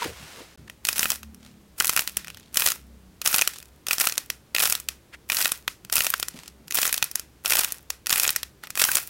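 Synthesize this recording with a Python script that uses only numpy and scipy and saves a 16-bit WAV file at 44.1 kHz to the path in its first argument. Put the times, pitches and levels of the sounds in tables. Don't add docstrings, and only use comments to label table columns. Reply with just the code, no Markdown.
import sys
import numpy as np
from scipy import signal
from scipy.fft import rfft, irfft
from scipy.io import wavfile

SR = 44100
rng = np.random.default_rng(int(sys.argv[2]) if len(sys.argv) > 2 else 0)


def wav_out(sig):
    wavfile.write(sys.argv[1], SR, np.round(np.clip(np.atleast_2d(sig).T, -1, 1) * 32767).astype(np.int16))


N = 400869
TIME = np.arange(N) / SR

# (t/s, level/dB of the energy spread over 4 ms, f/Hz of the breaking piece)
SHELL_CRACKS = [(0.6985, -36, 3060), (0.8513, -20.5, 4660), (0.87, -25, 6200), (0.8877, -13.5, 3880),
                (0.9294, -24.5, 5730), (0.981, -25, 10100), (0.9934, -15, 5640), (1.03, -18.5, 2980),
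                (1.0562, -21.5, 2050), (1.1032, -15.5, 5070), (1.1186, -21.5, 4020), (1.2313, -38, 3260),
                (1.346, -46.5, 6530), (1.801, -12.5, 4950), (1.807, -19, 1580), (1.8459, -20, 5400),
                (1.8556, -25, 9940), (1.8703, -21.5, 7250), (1.878, -23, 8470), (1.8945, -13, 4250),
                (1.964, -15, 4280), (1.9748, -16.5, 3500), (1.993, -16, 3800), (2.0083, -29, 10000),
                (2.0756, -22, 4960), (2.1701, -18, 6360), (2.246, -37.5, 3020), (2.272, -39, 3340),
                (2.282, -34.5, 3080), (2.3022, -36.5, 2720), (2.346, -41, 3530), (2.3718, -41.5, 3500),
                (2.3986, -48, 4480), (2.558, -28, 5500), (2.5712, -10.5, 4400), (2.59, -37, 3500),
                (2.606, -22, 6400), (2.621, -18.5, 2887), (2.6626, -14, 4560), (2.6732, -17.5, 4960),
                (2.6864, -18.5, 5680), (2.719, -21.5, 4180), (3.2167, -26, 2950), (3.2607, -14, 3550),
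                (3.2746, -12.5, 5800), (3.312, -34, 2540), (3.3427, -13, 4840), (3.362, -19, 10000),
                (3.3833, -15.5, 5840), (3.392, -19, 3050), (3.413, -14, 5530), (3.42, -14.5, 4130),
                (3.4753, -15.5, 4700), (3.5422, -44, 6240), (3.585, -38.5, 6200), (3.602, -43, 3970),
                (3.6274, -42, 5400), (3.8682, -26, 4200), (3.885, -22.5, 4400), (3.9098, -17, 2630),
                (3.9321, -19.5, 4420), (3.9828, -22.5, 4500), (4, -18.5, 6660), (4.009, -19, 4700),
                (4.0714, -14, 4330), (4.097, -26, 5100), (4.123, -25, 4870), (4.179, -16, 5830),
                (4.3015, -21, 4700), (4.5489, -17, 3500), (4.5641, -18, 3150), (4.5836, -19.5, 3000),
                (4.602, -19, 3670), (4.6224, -20, 6400), (4.6553, -17, 5160), (4.699, -20, 10000),
                (4.7241, -14.5, 5500), (4.752, -20.5, 5130), (4.8005, -32.5, 7440), (4.8871, -20, 4140),
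                (5.2999, -18.5, 2530), (5.32, -19, 3780), (5.347, -24, 10000), (5.3692, -18, 3930),
                (5.425, -21.5, 4940), (5.4478, -20.5, 4150), (5.4562, -15.5, 2740), (5.519, -17.5, 7600),
                (5.6791, -18, 2960), (5.849, -39, 4300), (5.8985, -33, 3120), (5.926, -17, 5050),
                (5.9557, -15.5, 10500), (5.9673, -16.5, 5600), (5.981, -19, 3020), (6.0061, -16, 3850),
                (6.067, -17.5, 3770), (6.103, -20, 10800), (6.1389, -17, 1900), (6.1987, -25.5, 6940),
                (6.228, -19.5, 3580), (6.284, -26, 8850), (6.4794, -36.5, 5240), (6.681, -38.5, 5600),
                (6.7091, -26.5, 4500), (6.723, -26.5, 4680), (6.7538, -18.5, 9200), (6.7715, -22.5, 3030),
                (6.7867, -19.5, 2770), (6.8299, -20, 4280), (6.853, -21, 3040), (6.8773, -20.5, 5730),
                (6.9274, -18, 8200), (6.9421, -20, 4400), (6.9788, -21.5, 4860), (7.0258, -13.5, 3730),
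                (7.042, -23.5, 11100), (7.1137, -31.5, 7050), (7.1558, -17.5, 6900), (7.196, -28, 7200),
                (7.459, -17.5, 4630), (7.5217, -15, 2420), (7.5694, -19.5, 3580), (7.5921, -13.5, 5800),
                (7.6461, -19, 4800), (7.722, -24.5, 7550), (7.9031, -21.5, 5600), (8.0605, -30.5, 4700),
                (8.069, -21.5, 4700), (8.0952, -20.5, 3700), (8.1042, -18, 4400), (8.1271, -12, 3900),
                (8.1587, -19, 3860), (8.1982, -14.5, 5800), (8.2334, -16.5, 4740), (8.251, -21, 2940),
                (8.2776, -16, 5200), (8.292, -16, 3800), (8.305, -20, 10000), (8.3616, -17, 5800),
                (8.4312, -24.5, 3530), (8.637, -35, 2560), (8.6716, -37.5, 1990), (8.7044, -30, 5050),
                (8.7545, -28, 4480), (8.775, -23.5, 2840), (8.7978, -20, 3000), (8.8181, -13, 3740),
                (8.8396, -11.5, 4940), (8.9164, -19.5, 9500), (8.954, -12, 7300), (8.9698, -17.5, 4550)]
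# (t/s when the shell gives way, build-up/s, length/s, level/dB of the crumbling, release/(dB/s))
THUMB_SQUEEZES = [(0.849, 0.011, 0.06, -31.5, 225.5), (0.953, 0.0097, 0.16, -31, 261.5),
                  (1.778, 0.0021, 0.23, -35, 121), (2.546, 0.04, 0.12, -22, 273),
                  (3.243, 0.006, 0.09, -28, 100), (3.884, 0.019, 0.057, -25.5, 502),
                  (3.989, .005, 0.027, -23.5, 150.5), (4.556, 0.023, 0.14, -26.5, 221.5),
                  (5.296, 0.032, 0.13, -24, 167.5), (5.92, 0.021, 0.099, -26, 125.5),
                  (6.735, 0.0059, 0.11, -26, 117), (7.45, 0.041, 0.14, -23.5, 171),
                  (8.087, 0.017, 0.14, -26.5, 184.5), (8.768, 0.012, 0.19, -25.5, 166)]
# (f/Hz, gain/dB)
WAX_COLOUR = [(100, 1.5), (700, 1.5), (1350, -1), (2100, -3.5), (2700, 0), (3800, -3), (6000, -2),
              (11000, 2), (16000, 3)]
# (f/Hz, width/Hz, gain/dB)
NEARBY_RINGS = [(1408, 276, 1.5), (1900, 190, 0), (2496, 110, 1.5), (5500, 680, -7.5), (11760, 2200, -12.5)]
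# (t/s, peak level/dB, f/Hz, decay/s)
LOW_THUDS = [(0.055, -24.5, 247, 0.0043), (0.075, -35, 90.5, 0.042), (0.199, -40, 117, 0.059),
             (0.404, -40, 380, 0.0055), (0.589, -41, 134, 0.1), (3.34, -30, 151, 0.0027),
             (5.846, -41.5, 123, 0.012), (6.341, -35, 217, 0.035), (6.594, -46, 190, 0.082),
             (7.026, -37, 148, 0.002)]
# (t/s at the loudest, length/s, level/dB, centre f/Hz, width/Hz, stickiness 0-10)
SKIN_RUBS = [(0.023, 0.067, -33, 1700, 1900, 3), (0.067, 0.062, -37, 480, 100, 1.5),
             (0.26, 0.34, -45, 1390, 3500, 0.9), (0.401, 0.045, -45.5, 468, 200, 1),
             (0.68, 0.0047, -43, 1510, 1500, 0.5), (1.47, 0.072, -52, 2160, 4000, 4),
             (2.295, 0.28, -54.5, 3230, 2210, 4), (3.55, 0.059, -44.5, 4220, 6000, 6),
             (5.142, 0.017, -40.5, 1900, 1000, 1.1), (6.407, 0.12, -47, 2730, 6000, 3.9),
             (8.645, 0.019, -41.5, 1700, 2980, 1.8)]
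# (t/s, peak level/dB, starting f/Hz, decay/s)
AIR_POCKETS = [(0.0205, -20.5, 1000, 0.011), (8.8903, -13.5, 1580, 0.0035)]
# (multiple of its turning rate, relative level/dB)
ENGINE_HARMONICS = [(2, -3), (3, -9.5), (5, -9), (6, -5), (7, -11.5)]
# (t/s, turning rate/Hz, level/dB)
ENGINE_COURSE = [(0.569, 36, -62), (1.35, 36.7, -52.5), (1.7, 33.3, -62), (2.95, 32.5, -53.5),
                 (3.3, 28.5, -67)]
# (f/Hz, relative density/dB per Hz)
ROOM_NOISE = [(20, -22), (52, -10.5), (66, 2), (80, -14), (140, -10), (200, -13.5), (350, -15), (700, -24),
              (2000, -29.5), (16000, -38.5)]

PRESS_DB_PER_S = 1500
SAG_DB_PER_S = 9.5
BUILD_UP_DB = 16
TABLE_ECHO_S, TABLE_ECHO_DB = 0.0014, -16
ROOM_T60_S, ROOM_DB = 0.21, -18.5
ROOM_NOISE_DB = -55
CUTOFF_HZ = 16200


def cracks(snap_s=.00058, growth=.5, vary_db=2.5, rise_share=0.95, chips_db=-23, chips_s=0.0049,
           bare_share=0.18, warning_db=-18.0, warning_s=0.0027, size=1200):
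    out, t = np.zeros(N), TIME[:size]
    noises = rng.standard_normal((len(SHELL_CRACKS), size))
    for (s, db, hz), noise in zip(SHELL_CRACKS, noises):
        run_s = snap_s * from_db(growth * max(db + 19, -4) + vary_db * noise[0])
        rise_s = rise_share * run_s
        swell = 1 - np.exp(-(t / rise_s) ** 2)
        fade = np.exp(-t / run_s) + from_db(chips_db) * np.exp(-t / chips_s)
        burst = noise * swell * fade
        width_hz = hz * from_db(vary_db * noise[1])
        snap = resonate(burst, hz, width_hz) + bare_share * burst
        snap = from_db(db) * snap / np.sqrt(np.sum(snap ** 2) / (.004 * SR))
        add(out, s - rise_s / 2, snap)
        add(out, s + TABLE_ECHO_S * from_db(noise[4]), from_db(TABLE_ECHO_DB) * snap)
        lead_s = warning_s * from_db(vary_db * noise[2])
        tick_db = db + warning_db + 2 * vary_db * noise[3]
        add(out, s - lead_s, from_db(tick_db) * noise[::-1] * np.exp(-2 * t / lead_s))
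    return out


def crumble(per_s=3500, thinning=0.46, spread_db=5.0, slides_per_s=130, slide_s=0.0026,
            slide_gain=4.45, relative_width=0.94, dust_db=-7, count=14):
    level = from_db(np.maximum(crumbling_db(TIME), -100))
    busy = (level / level.max()) ** thinning
    sizes = from_db(spread_db * np.minimum(rng.exponential(1, N), 3)) * rng.choice([-1, 1], N)
    struck = rng.random(N) < per_s * busy / SR
    clicks = sizes * struck / np.sqrt(busy)
    dealt = rng.integers(0, count, N)
    flakes = np.zeros(N)
    for k, hz in enumerate(np.geomspace(1200, 13500, count)):
        flakes += resonate(clicks * (dealt == k) + 1e-18, hz, hz * relative_width)
    flakes = flakes * np.sqrt(1 + slide_gain ** 2 * slips(slides_per_s, slide_s))
    dust = np.diff(rng.standard_normal(N + 1))
    return level * (rms_one(flakes) + from_db(dust_db) * rms_one(dust))


def crumbling_db(t):
    courses = []
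    for s, build_s, length_s, db, release in THUMB_SQUEEZES:
        age = t - s
        press = PRESS_DB_PER_S * np.minimum(age, 0)
        build_up = BUILD_UP_DB * np.exp(-np.clip(age / build_s, 0, 10))
        sag = SAG_DB_PER_S * (age - length_s / 2)
        let_go = release * np.maximum(age - length_s, 0)
        courses.append(db + press - build_up - sag - let_go)
    return np.max(courses, axis=0)


def ringing(x):
    return sum(from_db(db) * resonate(x, hz, width_hz) for hz, width_hz, db in NEARBY_RINGS)


def plop(fall_per_s=5.1):
    out, t = np.zeros(N), TIME[:SR // 20]
    for s, db, hz, decay_s in AIR_POCKETS:
        turns = hz * (t - fall_per_s * t ** 2 / 2)
        add(out, s, from_db(db) * np.exp(-t / decay_s) * np.sin(2 * np.pi * turns))
    return out


def thuds(size=8000):
    out = np.zeros(N)
    noises = rng.standard_normal((len(LOW_THUDS), size))
    for (s, db, hz, decay_s), noise in zip(LOW_THUDS, noises):
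        push = noise * np.exp(-TIME[:size] / decay_s)
        thud = resonate(resonate(push, hz, hz), hz, hz)
        add(out, s, from_db(db) * thud / np.max(np.abs(thud)))
    return out


def rubs(slips_per_s=120, slip_s=0.0014, hiss_db=-32):
    out, noise, surges = np.zeros(N), rng.standard_normal(N), slips(slips_per_s, slip_s)
    for s, length_s, db, hz, width_hz, stickiness in SKIN_RUBS:
        friction = noise * np.sqrt(1 + stickiness ** 2 * surges)
        swell = np.exp(-2 * np.minimum(((TIME - s) / length_s) ** 2, 20))
        rub = resonate(friction, hz, width_hz) + from_db(hiss_db) * friction
        out += from_db(db) * swell * rms_one(rub)
    return out


def slips(per_s, length_s):
    starts = (rng.random(N) < per_s / SR) * (2 * rng.random(N)) ** 2
    age = TIME[:SR // 100] / length_s
    return np.convolve(starts, age * np.exp(1 - 2 * age))[:N]


def room(x, first_s=0.012, build_s=.003, wall_hz=4000, bright_share=0.25):
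    t = TIME[:SR // 2]
    onset = 1 - np.exp(-np.maximum(t - first_s, 0) / build_s)
    decay = (from_db(-60 * t / ROOM_T60_S) * onset) ** 2
    power = np.maximum(signal.fftconvolve(x ** 2, decay / decay.sum())[:N], 0)
    wash = rng.standard_normal(N)
    wash = bright_share * wash + resonate(wash, wall_hz, 2 * wall_hz)
    return x + from_db(ROOM_DB) * np.sqrt(power) * rms_one(wash + ringing(wash))


def engine(waver_db=6.0, waver_per_s=11):
    s, speed, db = np.transpose(ENGINE_COURSE)
    turns = np.cumsum(np.interp(TIME, s, speed)) / SR
    wavers = rng.standard_normal((len(ENGINE_HARMONICS), 128))
    out = np.zeros(N)
    for (order, order_db), waver in zip(ENGINE_HARMONICS, wavers):
        gains = from_db(order_db + waver_db * waver)
        gain = np.interp(TIME * waver_per_s, np.arange(len(waver)), gains)
        out += gain * np.sin(2 * np.pi * order * turns)
    return np.interp(TIME, s, from_db(db), left=0, right=0) * out


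def background():
    return from_db(ROOM_NOISE_DB) * rms_one(colour(rng.standard_normal(N), ROOM_NOISE))


def from_db(db):
    return 10 ** (np.asarray(db) / 20)


def rms_one(x):
    return x / np.sqrt(np.mean(x ** 2) + 1e-20)


def add(out, s, sound):
    i = max(int(s * SR), 0)
    out[i:i + len(sound)] += sound[:max(N - i, 0)]


def resonate(x, hz, width_hz):
    hz, width_hz = np.clip([hz, width_hz], 10, .4 * SR)
    return signal.lfilter(*signal.iirpeak(hz, hz / width_hz, fs=SR), x)


def colour(x, points, size=8192):
    hz, db = np.transpose(points)
    grid = np.maximum(np.arange(size // 2 + 1) * SR / size, 1)
    gain = from_db(np.interp(np.log(grid), np.log(hz), db))
    cepstrum = irfft(np.log(gain))
    cepstrum[1:size // 2] *= 2
    cepstrum[size // 2 + 1:] = 0
    return signal.fftconvolve(x, irfft(np.exp(rfft(cepstrum))))[:N]


def scene():
    snaps = from_db(1.0) * colour(cracks(), WAX_COLOUR)
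    flakes = from_db(1.5) * colour(crumble(), WAX_COLOUR)
    wax = snaps + flakes + ringing(from_db(0.5) * snaps + from_db(-6.0) * flakes)
    sounding = (TIME < .559) | (TIME > .575)
    mix = room(wax) + plop() + thuds() + rubs() + engine() + background()
    return (sounding * mix)[None]


def record(dry):
    ceiling = .47
    low_pass = signal.firwin(161, CUTOFF_HZ, fs=SR)[None]
    heard = signal.fftconvolve(dry, low_pass, "same")
    rounded = heard / (1 + (heard / ceiling) ** 4) ** (1 / 4)
    return signal.fftconvolve(rounded, low_pass, "same")


dry = scene()
out = record(dry)
wav_out(out)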